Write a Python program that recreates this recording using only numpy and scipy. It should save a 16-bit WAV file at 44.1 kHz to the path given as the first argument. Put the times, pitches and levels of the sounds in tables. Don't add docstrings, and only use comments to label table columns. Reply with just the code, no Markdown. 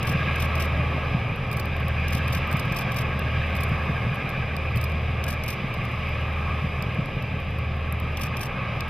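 import sys
import numpy as np
from scipy import signal
from scipy.fft import rfft, irfft
from scipy.io import wavfile
from scipy.ndimage import uniform_filter1d

SR = 44100
rng = np.random.default_rng(int(sys.argv[2]) if len(sys.argv) > 2 else 0)


def makeup_ratio(level_db):
    decades = np.asarray(level_db, float) / 20
    return 10 ** decades


def output_pcm(signal):
    pcm = np.clip(np.atleast_2d(signal).T, -1, 1) * 32767
    wavfile.write(sys.argv[1], SR, np.round(pcm).astype(np.int16))


N = 392049

# frequency_hz, left_right_likeness [0 to 1]
LIKENESS = [(30, .8), (110, .97), (200, .995), (380, 0.9), (700, 0.92), (1290, 0.86), (2380, 0.98),
            (4400, 0.97), (8120, 0.036), (15000, 0.25)]
# frequency_hz, left_right_db
BALANCE = [(60, 0), (200, 0), (330, -.8), (640, .3), (1410, -1.2), (3100, .1), (6820, 0)]
# time_s, engine_effort_db, snow_feed_db
WORK = [(0, -37.5, -33.5), (.3, -37, -32), (.89, -36.5, -35), (1.11, -36, -35), (1.36, -38.5, -37),
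        (1.71, -40, -36.5), (2.13, -39.5, -34), (2.75, -37, -33.5), (3.17, -37.5, -35.5), (3.46, -38, -34),
        (3.84, -37.5, -35.5), (4.8, -40.5, -36.5), (5.2, -39.5, -37), (5.95, -41, -35.5), (6.9, -39.5, -37),
        (7.67, -42, -39), (8.39, -39.5, -37), (8.89, -39.5, -36.5)]
# centre_s, half_length_s, level_db
GUSTS = [
    (.95, 0.23, 1),
    (3.8, 0.27, 2),
    (6.15, 0.2, 0.5),
    (6.65, 0.27, 2),
    (8.6, .3, -1.5),
]
# frequency_hz, density_db [per Hz]
SNOW_HISS = [(4300, -20), (5000, 2), (5700, -0.5), (7100, -10.5), (8200, -7.5), (9600, -11.5), (11200, -7),
             (13000, -10.5), (14200, -8), (14400, -40), (15000, -70)]
# time_s, shaft_hz
FANS = [
    [(0, 30.1), (3.5, 30.12), (5.5, 30.38), (8.89, 30.36)],
    [(0, 33.03), (2, 33.1), (5, 33.28), (8.89, 33.28)],
]
# shaft_order, level_db
FAN_ORDERS = [(1, -46), (2, -50)]
# start_s, level_db, left_right_db, dull_knock_db [knock under the tick]
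TICKS = [(1.36, -39, 9, -5), (1.6565, -36.5, -5, 0), (1.765, -37, 9, -10), (1.8025, -36, 11, -12),
         (1.882, -28, 12, -5), (2.4738, -34, 13, -12), (2.6555, -41, -10, -12), (3.1937, -25, 12, -10),
         (3.8574, -42, 6, -12), (4.1455, -34, -16, -12), (4.1567, -32, 12, -11), (4.292, -32.5, 15, -2),
         (4.301, -38, -7, 3), (4.566, -29, 10, 1), (4.9195, -38, -8, 0), (5.74, -34, 7, 1),
         (5.7465, -37, 7, -2), (5.8425, -40, 9, -3), (5.8523, -33, 13, -2), (6.091, -33, 10, -16),
         (6.824, -26, -13, -1), (6.9455, -43, 5, -4), (7.058, -42, 1, 2), (7.2245, -37, 3, -4),
         (7.4015, -40, 9, -14), (7.587, -38, -9, -8), (7.9247, -23, -8, -16), (8, -29.5, 6, -10),
         (8.8067, -30.5, 11, 7), (8.8825, -41, -6, -2)]
# frequency_hz, level_db
TICK_COLOUR = [(5000, -30), (7000, -24), (9000, -5.5), (11500, 1.5), (14000, 3.5), (15300, -2),
               (16500, -28)]
# frequency_hz, level_db
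KNOCK_COLOUR = [(2000, -22), (3500, 1), (5000, 4), (6500, -11.5), (8500, -11)]
# start_s, level_db, mirror_up_s
RELEASES = [(0.0272, -33, .0649), (0.357, -35, .0643), (0.5535, -32, .0675), (2.0806, -32.5, .0673),
            (2.2781, -34.5, .0699), (2.7215, -34.5, .0645), (2.9182, -33.5, .0673), (5.239, -32, .064),
            (5.436, -33, .0668), (8.1705, -33, .0628), (8.3678, -32.5, .0635)]
# delay_s [after release], level_db, rise_s, t60_s
MIRROR_LIFT = [
    (0, 2, 0.0011, 0.031),
    (.003, -20, 0.00088, 0.009),
    (.009, -26, .001, .015),
    (.025, -5.5, 0.0011, 0.023),
]
# delay_s [after return], level_db, rise_s, t60_s
MIRROR_RETURN = [
    (-.025, -4, .003, .08),
    (-.018, -4, 0.0012, .025),
    (-.01, -20, .005, .06),
    (0, 0.5, 0.0013, 0.025),
    (.004, -7, 0.00086, 0.025),
    (.014, -14, .004, 0.07),
    (0.024, -9, 0.0012, 0.041),
    (.032, -12, .003, .02),
]
# start_s, level_db
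SHOTS = [
    (1.5137, -33.5),
    (2.5124, -34),
    (3.551, -34.5),
    (4.757, -34),
]
# delay_s [after release], level_db, rise_s, t60_s
SHOT_CYCLE = [
    (0, -2.5, 0.0013, 0.032),
    (0.01, -14, .002, .02),
    (0.015, 2.5, 0.00056, 0.016),
    (.023, -6, .001, .012),
    (.05, -14, .003, .02),
    (0.055, 0, 0.0014, 0.031),
    (.071, -9, .001, .01),
    (.082, 5.5, 0.0019, .03),
    (.141, -8.5, .001, .012),
]
# frequency_hz, density_db [per Hz]
LEFT_BODY = [(1800, -18), (3000, 1.5), (4200, -6), (5100, -1.5), (5550, -1.5), (6100, -6), (7000, -12.5),
             (8200, -6.5), (9600, -10), (11400, -3.5), (12600, -8.5), (13900, -5), (15100, -15),
             (16000, -50)]
# frequency_hz, density_db [per Hz]
RIGHT_BODY = [(1800, -30), (3200, -8), (4800, 1), (6000, -7.5), (6800, -12), (8200, -6.5), (9700, -11),
              (10600, -2), (12000, -8), (13400, 2), (15000, -0.5), (16200, -40)]
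# frequency_hz, width_hz, level_db
BANKS = [(1000, 26, 2), (1444, 25, -7), (1790, 68, -1.5), (4530, 200, -9.5), (5340, 71, -13)]
# frequency_hz, density_db [per Hz]
EXHAUST = [(15, -45), (24, -24), (36, -28), (50, -18), (70, -13), (100, -8), (135, -1.5), (200, -6),
           (260, -9.5), (320, -15), (450, -12.5), (600, -11), (900, -13.5), (1100, -33)]
# frequency_hz, density_db [per Hz]
DRONE = [(550, -4), (940, -12.5), (993, -9.5), (1100, 4), (1220, 1.5), (1270, 2.5), (1420, -17.5),
         (1460, -12.5), (1900, -49), (3210, -120)]
# frequency_hz, density_db [per Hz]
WHINE = [(840, -46), (1420, -5.5), (1590, 5), (1670, 4), (1780, 4), (1880, -17.5), (2440, 3), (4140, -120)]
# frequency_hz, density_db [per Hz]
MESH = [(1570, -25), (1610, -2), (1645, 2), (1690, -38)]
# frequency_hz, density_db [per Hz]
HOWL = [(1060, -26), (1800, -9), (1880, -6.5), (2420, 3), (3000, -9.5), (3400, -17.5), (4420, -49),
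        (7480, -120)]
# frequency_hz, density_db [per Hz]
RUSH = [(1820, -29), (3100, -2), (3790, -4), (4410, -14.5), (4670, -4.5), (4920, -8.5), (5390, -19),
        (5810, -19.5), (6190, -29), (7200, -36.5), (9360, -61), (15800, -120)]
# centre_s, half_length_s, level_db
SURGES = [
    (0.286, 0.61, 6),
    (1.05, 0.17, 2),
    (1.9, 0.34, 1.5),
    (2.552, 0.97, 5),
    (3.605, 0.31, 3.5),
    (4.254, 0.37, 5.5),
    (5.29, 0.12, 4.5),
    (6.291, .8, 2),
    (7.67, 0.28, -1),
    (8.5, .4, 3),
]
# cycle_order, level_db
LEAD = [(3, -69), (4, -57), (6, -32.5), (7, -48), (8, -48), (9, -47), (10, -46.5), (11, -54.5), (12, -48),
        (14, -69), (15, -83), (18, -60.5), (20, -67.5), (24, -71), (26, -78), (28, -61.5), (32, -72.5),
        (36, -54), (38, -60), (41, -50)]
# cycle_order, level_db
REAR = [(3, -49.5), (5, -80), (6, -35.5), (7, -44), (8, -55), (9, -37), (10, -43.5), (11, -50.5), (12, -70),
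        (14, -48.5), (15, -47), (17, -55.5), (18, -56.5), (28, -55.5), (32, -53), (33, -58.5), (36, -60),
        (37, -68), (42, -52), (48, -55), (60, -56)]
# frequency_hz, level_db, t60_s
CHUTE = [(139.4, -6.5, 0.31), (112.9, 2, 0.27), (203, 1.5, 0.042)]
# blade_order, level_db
BLADE_HUM = [(6, -43.5)]
# start_s, level_db
LUMPS = [(0.1, -16), (0.15, -12.5), (0.796, -14.5), (0.972, -16.5), (1.147, -10.5), (1.319, -17),
         (2.15, -16), (2.194, -16.5), (2.367, -17), (2.544, -10), (2.672, -13), (2.717, -17), (2.849, -17),
         (3.549, -17), (3.717, -12), (3.896, -12), (4.068, -12), (4.116, -14.5), (4.377, -14.5),
         (4.766, -11.5), (4.947, -15), (5.286, -19), (5.643, -17), (6.644, -12), (6.866, -13.5),
         (6.991, -10.5), (7.168, -13.5), (7.341, -16), (8.04, -14)]

LEAD_HZ, REAR_HZ = 12.9248, 13.0402
BLADE_HZ = 22.914
MEAN_EFFORT_DB, MEAN_FEED_DB = -38.5, -36
PORT_LAG = 4


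def evened(x):
    return x / np.sqrt(np.mean(x ** 2) + 1e-20)


def read(points, hz):
    f, value = np.transpose(points)
    return np.interp(np.log(hz + 1), np.log(f + 1), value)


def curve(rows, column):
    rows = np.array(rows)
    return np.interp(np.arange(N) / SR, rows[:, 0], rows[:, column])


def humps(rows):
    t = np.arange(N) / SR
    return sum(db * np.exp(-((t - s) / half) ** 2) for s, half, db in rows)


def drift(hz):
    t = np.arange(0, N + 64, 64) / SR
    slow = sum(np.sin(2 * np.pi * (f * t + rng.random())) / np.sqrt(f)
               for f in np.geomspace(hz / 20, hz, 16))
    return np.interp(np.arange(N) / SR, t, evened(slow))


def colour(x, points):
    hz = np.fft.rfftfreq(x.shape[-1], 1 / SR)
    inside = (hz >= points[0][0]) & (hz <= points[-1][0])
    return irfft(rfft(x) * makeup_ratio(read(points, hz)) * inside, x.shape[-1])


def noise(points, patchy_db, size=1024):
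    hz = np.fft.rfftfreq(size, 1 / SR)
    frames = 4 * N // size + 5
    a, b, c, d, patches = rng.standard_normal((frames, len(hz), 5)).T
    patches = uniform_filter1d(patches, size=6, axis=0)
    patches = evened(uniform_filter1d(patches, size=12, axis=1))
    same = np.clip(read(LIKENESS, hz), -1, 1)[:, None]
    left = a + 1j * b
    right = same * left + np.sqrt(1 - same ** 2) * (c + 1j * d)
    inside = (hz >= points[0][0]) & (hz <= points[-1][0])
    balance_db = np.array([[.5], [-.5]]) * read(BALANCE, hz)
    level_db = (read(points, hz) + balance_db)[:, :, None] + patchy_db * patches
    z = np.array([left, right]) * makeup_ratio(level_db) * inside[:, None]
    return evened(signal.istft(z, nperseg=size, noverlap=size * 3 // 4)[1][:, :N])


def orders(turns, table, phases, waver_db):
    return sum(np.sqrt(2) * makeup_ratio(db + waver_db * drift(1.374))
               * np.cos(2 * np.pi * (k * turns + phases[int(k)])) for k, db in table)


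def bursts(rows):
    env = np.zeros(N + SR)
    u = np.arange(SR // 10) / SR
    for s, db, rise, t60 in rows:
        decay = makeup_ratio(db - 60 * np.maximum(u - rise, 0) / t60)
        env[round(s * SR):][:len(u)] += decay * np.minimum(u / rise, 1)
    return env[:N]


def nearby(env, body, pan_db, same, rattle_db, lag=PORT_LAG):
    rattle = evened(uniform_filter1d(rng.standard_normal(N), size=24))
    a, b = rng.standard_normal((2, N)) * makeup_ratio(rattle_db * rattle)
    scale = np.std(colour(a, body))
    near, other = colour(a * env, body) / scale, colour(b * env, body) / scale
    far = np.roll(same * near + np.sqrt(1 - same ** 2) * other, lag) * makeup_ratio(-pan_db)
    return np.array([near, far])


def breeze():
    feed_db = 1.06 * (curve(WORK, 2) - MEAN_FEED_DB)
    level_db = -66.5 + humps(GUSTS) + feed_db + 4.5 + 0.2 * drift(8)
    return nearby(makeup_ratio(level_db), SNOW_HISS, pan_db=0.5, same=0.51, rattle_db=2.5)[::-1]


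def fans():
    first, second = (np.cumsum(curve(rows, 1)) / SR for rows in FANS)
    slower = orders(first, FAN_ORDERS, np.zeros(3), waver_db=.5)
    return slower + orders(second - .15, FAN_ORDERS, np.zeros(3), waver_db=.5)


def grains():
    per_s, level_db = 3, -49
    s, size, side, dull = rng.random((int(per_s * N / SR), 4)).T
    return list(zip(s * N / SR * .99, level_db + 8 * (size - .5), 20 * side - 8, 16 * dull - 12))


def ticks():
    out, every = np.zeros((2, N)), TICKS + grains()
    for side in (1, -1):
        rows = [row for row in every if (row[2] >= 0) == (side == 1)]
        a, b = rng.standard_normal((2, N))
        far_source = np.roll(a, PORT_LAG) * 0.52 + 1.3 * b
        for port, source in ((0, a), (1, far_source)):
            for body, dull in ((TICK_COLOUR, 0), (KNOCK_COLOUR, 1)):
                snaps = []
                for s, db, pan, knock_db in rows:
                    far_loss_db = port * abs(pan) * (1 - .4 * dull)
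                    level_db = db - 5.0 - far_loss_db + dull * knock_db
                    snaps.append((s + port * PORT_LAG / SR, level_db, .0004, 0.0082 + 0.0035 * dull))
                out[::side][port] += colour(source * bursts(snaps), body) / np.std(colour(a, body))
    return out


def actions(events, parts):
    return [(s + delay, db + part_db, rise, t60) for s, db in events for delay, part_db, rise, t60 in parts]


def cameras():
    lifts = [(s, db) for s, db, up in RELEASES]
    returns = [(s + up, -29.5) for s, db, up in RELEASES]
    left = bursts(actions(lifts, MIRROR_LIFT) + actions(returns, MIRROR_RETURN))
    right = bursts(actions(SHOTS, SHOT_CYCLE))
    left_sound = nearby(left, LEFT_BODY, pan_db=5.0, same=0.73, rattle_db=2.5, lag=3)
    right_sound = nearby(right, RIGHT_BODY, pan_db=8.0, same=0.52, rattle_db=0.5)[::-1]
    return makeup_ratio(-1.5) * left_sound + makeup_ratio(-0.5) * right_sound


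def banks(x):
    hz = np.fft.rfftfreq(N, 1 / SR)
    echo_db = sum(db * np.exp(-((hz - f) / width) ** 2) for f, width, db in BANKS)
    return irfft(rfft(x) * makeup_ratio(echo_db), N)


def gears():
    t, whine_db = np.arange(N) / SR, -46.5
    level_db = whine_db + humps(SURGES)
    knock_db = np.clip(.6 * (level_db + 48), 1, 5.5)
    knock = np.cos(2 * np.pi * REAR_HZ * (t - 3.51)) + 0.16
    mesh = noise(MESH, patchy_db=3.2, size=4096) * makeup_ratio(-10.5 + level_db - whine_db)
    return (noise(WHINE, patchy_db=0.0) + mesh) * makeup_ratio(level_db + knock_db * knock)


def roar():
    t = np.arange(N) / SR
    firing_db = 0.72 * np.cos(4 * np.pi * REAR_HZ * t) + 0.35 * np.cos(12 * np.pi * LEAD_HZ * t)
    effort_db, feed_db = curve(WORK, 1) - MEAN_EFFORT_DB, curve(WORK, 2) - MEAN_FEED_DB
    exhaust = noise(EXHAUST, patchy_db=-0.5, size=4096) * makeup_ratio(-40.5 + 0.98 * effort_db + 5.0)
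    drone_db = -38 + 1.05 * effort_db + firing_db + 1.3 * drift(6)
    drone = noise(DRONE, patchy_db=-0.27) * makeup_ratio(drone_db)
    howl = noise(HOWL, patchy_db=1.14) * makeup_ratio(-36.5 + feed_db + 0.11 * drift(30))
    rush = noise(RUSH, patchy_db=1.04) * makeup_ratio(-49 + 1.22 * feed_db + 0.58 * drift(30))
    return exhaust + drone + gears() + howl + rush


def engines():
    t, pipe_phases = np.arange(N) / SR, rng.random(64)
    lead_turns = LEAD_HZ * t + 0.00093 * drift(0.14)
    rear_turns = REAR_HZ * t + .428 + 0.00072 * drift(0.71)
    lead = orders(lead_turns, LEAD, pipe_phases, waver_db=-0.2)
    return lead + orders(rear_turns, REAR, pipe_phases, waver_db=0.0)


def bites():
    heavy_hz, heavy_s = 5.811, 1.146
    s = np.arange(.101, N / SR - .05, 1 / BLADE_HZ)
    light = .5 - .5 * np.cos(2 * np.pi * heavy_hz * (s - heavy_s))
    db = -19.5 - 25 * light + 3 * rng.standard_normal(len(s))
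    free = abs(s[:, None] - np.array(LUMPS)[:, 0]).min(axis=1) > .5 / BLADE_HZ
    return LUMPS + list(zip(s[free], db[free]))


def chute():
    passes = np.arange(-4, int(N / SR * BLADE_HZ))
    at = ((.034 + (passes + 4) / BLADE_HZ) * SR).astype(int)
    blade_db = np.array([1.0, 0.5, -6.5, -1.0])[passes % 4]
    strikes = np.zeros(N + SR)
    strikes[at] = makeup_ratio(blade_db + 0.55 * rng.standard_normal(len(at)))
    t = np.arange(SR // 3) / SR
    ring = sum(makeup_ratio(db - 60 * t / t60) * np.sin(2 * np.pi * hz * t) for hz, db, t60 in CHUTE)
    ring = ring * np.cos(np.pi / 2 * t / t[-1])
    return makeup_ratio(-36.0) * evened(signal.oaconvolve(strikes, ring)[:N])


def rotor():
    out = chute()
    u = np.arange(-700, 1400) / SR
    swell = np.where(u < 0, np.exp(-(u / 0.0024) ** 2), np.exp(-u / 0.0089) * (1 - u / u[-1]))
    thuds = bites()
    for (s, db), (pitch, turn) in zip(thuds, rng.random((len(thuds), 2))):
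        cycles = (125 + 35 * pitch) * u + 0.48 + 0.35 * turn
        body = np.cos(2 * np.pi * cycles)
        body += 0.23 * np.cos(2 * np.pi * 1.807 * cycles)
        thud = makeup_ratio(db - 1.5) * swell * body
        part = out[round(s * SR) - 700:][:len(u)]
        part += thud[:len(part)]
    hum = orders(BLADE_HZ * np.arange(N) / SR, BLADE_HUM, np.zeros(7), waver_db=2.5)
    return hum + signal.sosfilt(signal.butter(2, 2000, fs=SR, output="sos"), out)


def scene():
    away_db = -0.33 * (np.arange(N) / SR - 4.4)
    surroundings = breeze() + fans() + ticks() + cameras()
    return surroundings + banks(roar()) + (engines() + rotor()) * makeup_ratio(away_db)


def low_pass(x):
    return signal.sosfilt(signal.butter(12, 16520, fs=SR, output="sos"), x)


def record(dry):
    heard = signal.sosfilt(signal.butter(3, 22, "high", fs=SR, output="sos"), dry)
    return low_pass(heard)


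dry = scene()
out = record(dry)
output_pcm(out)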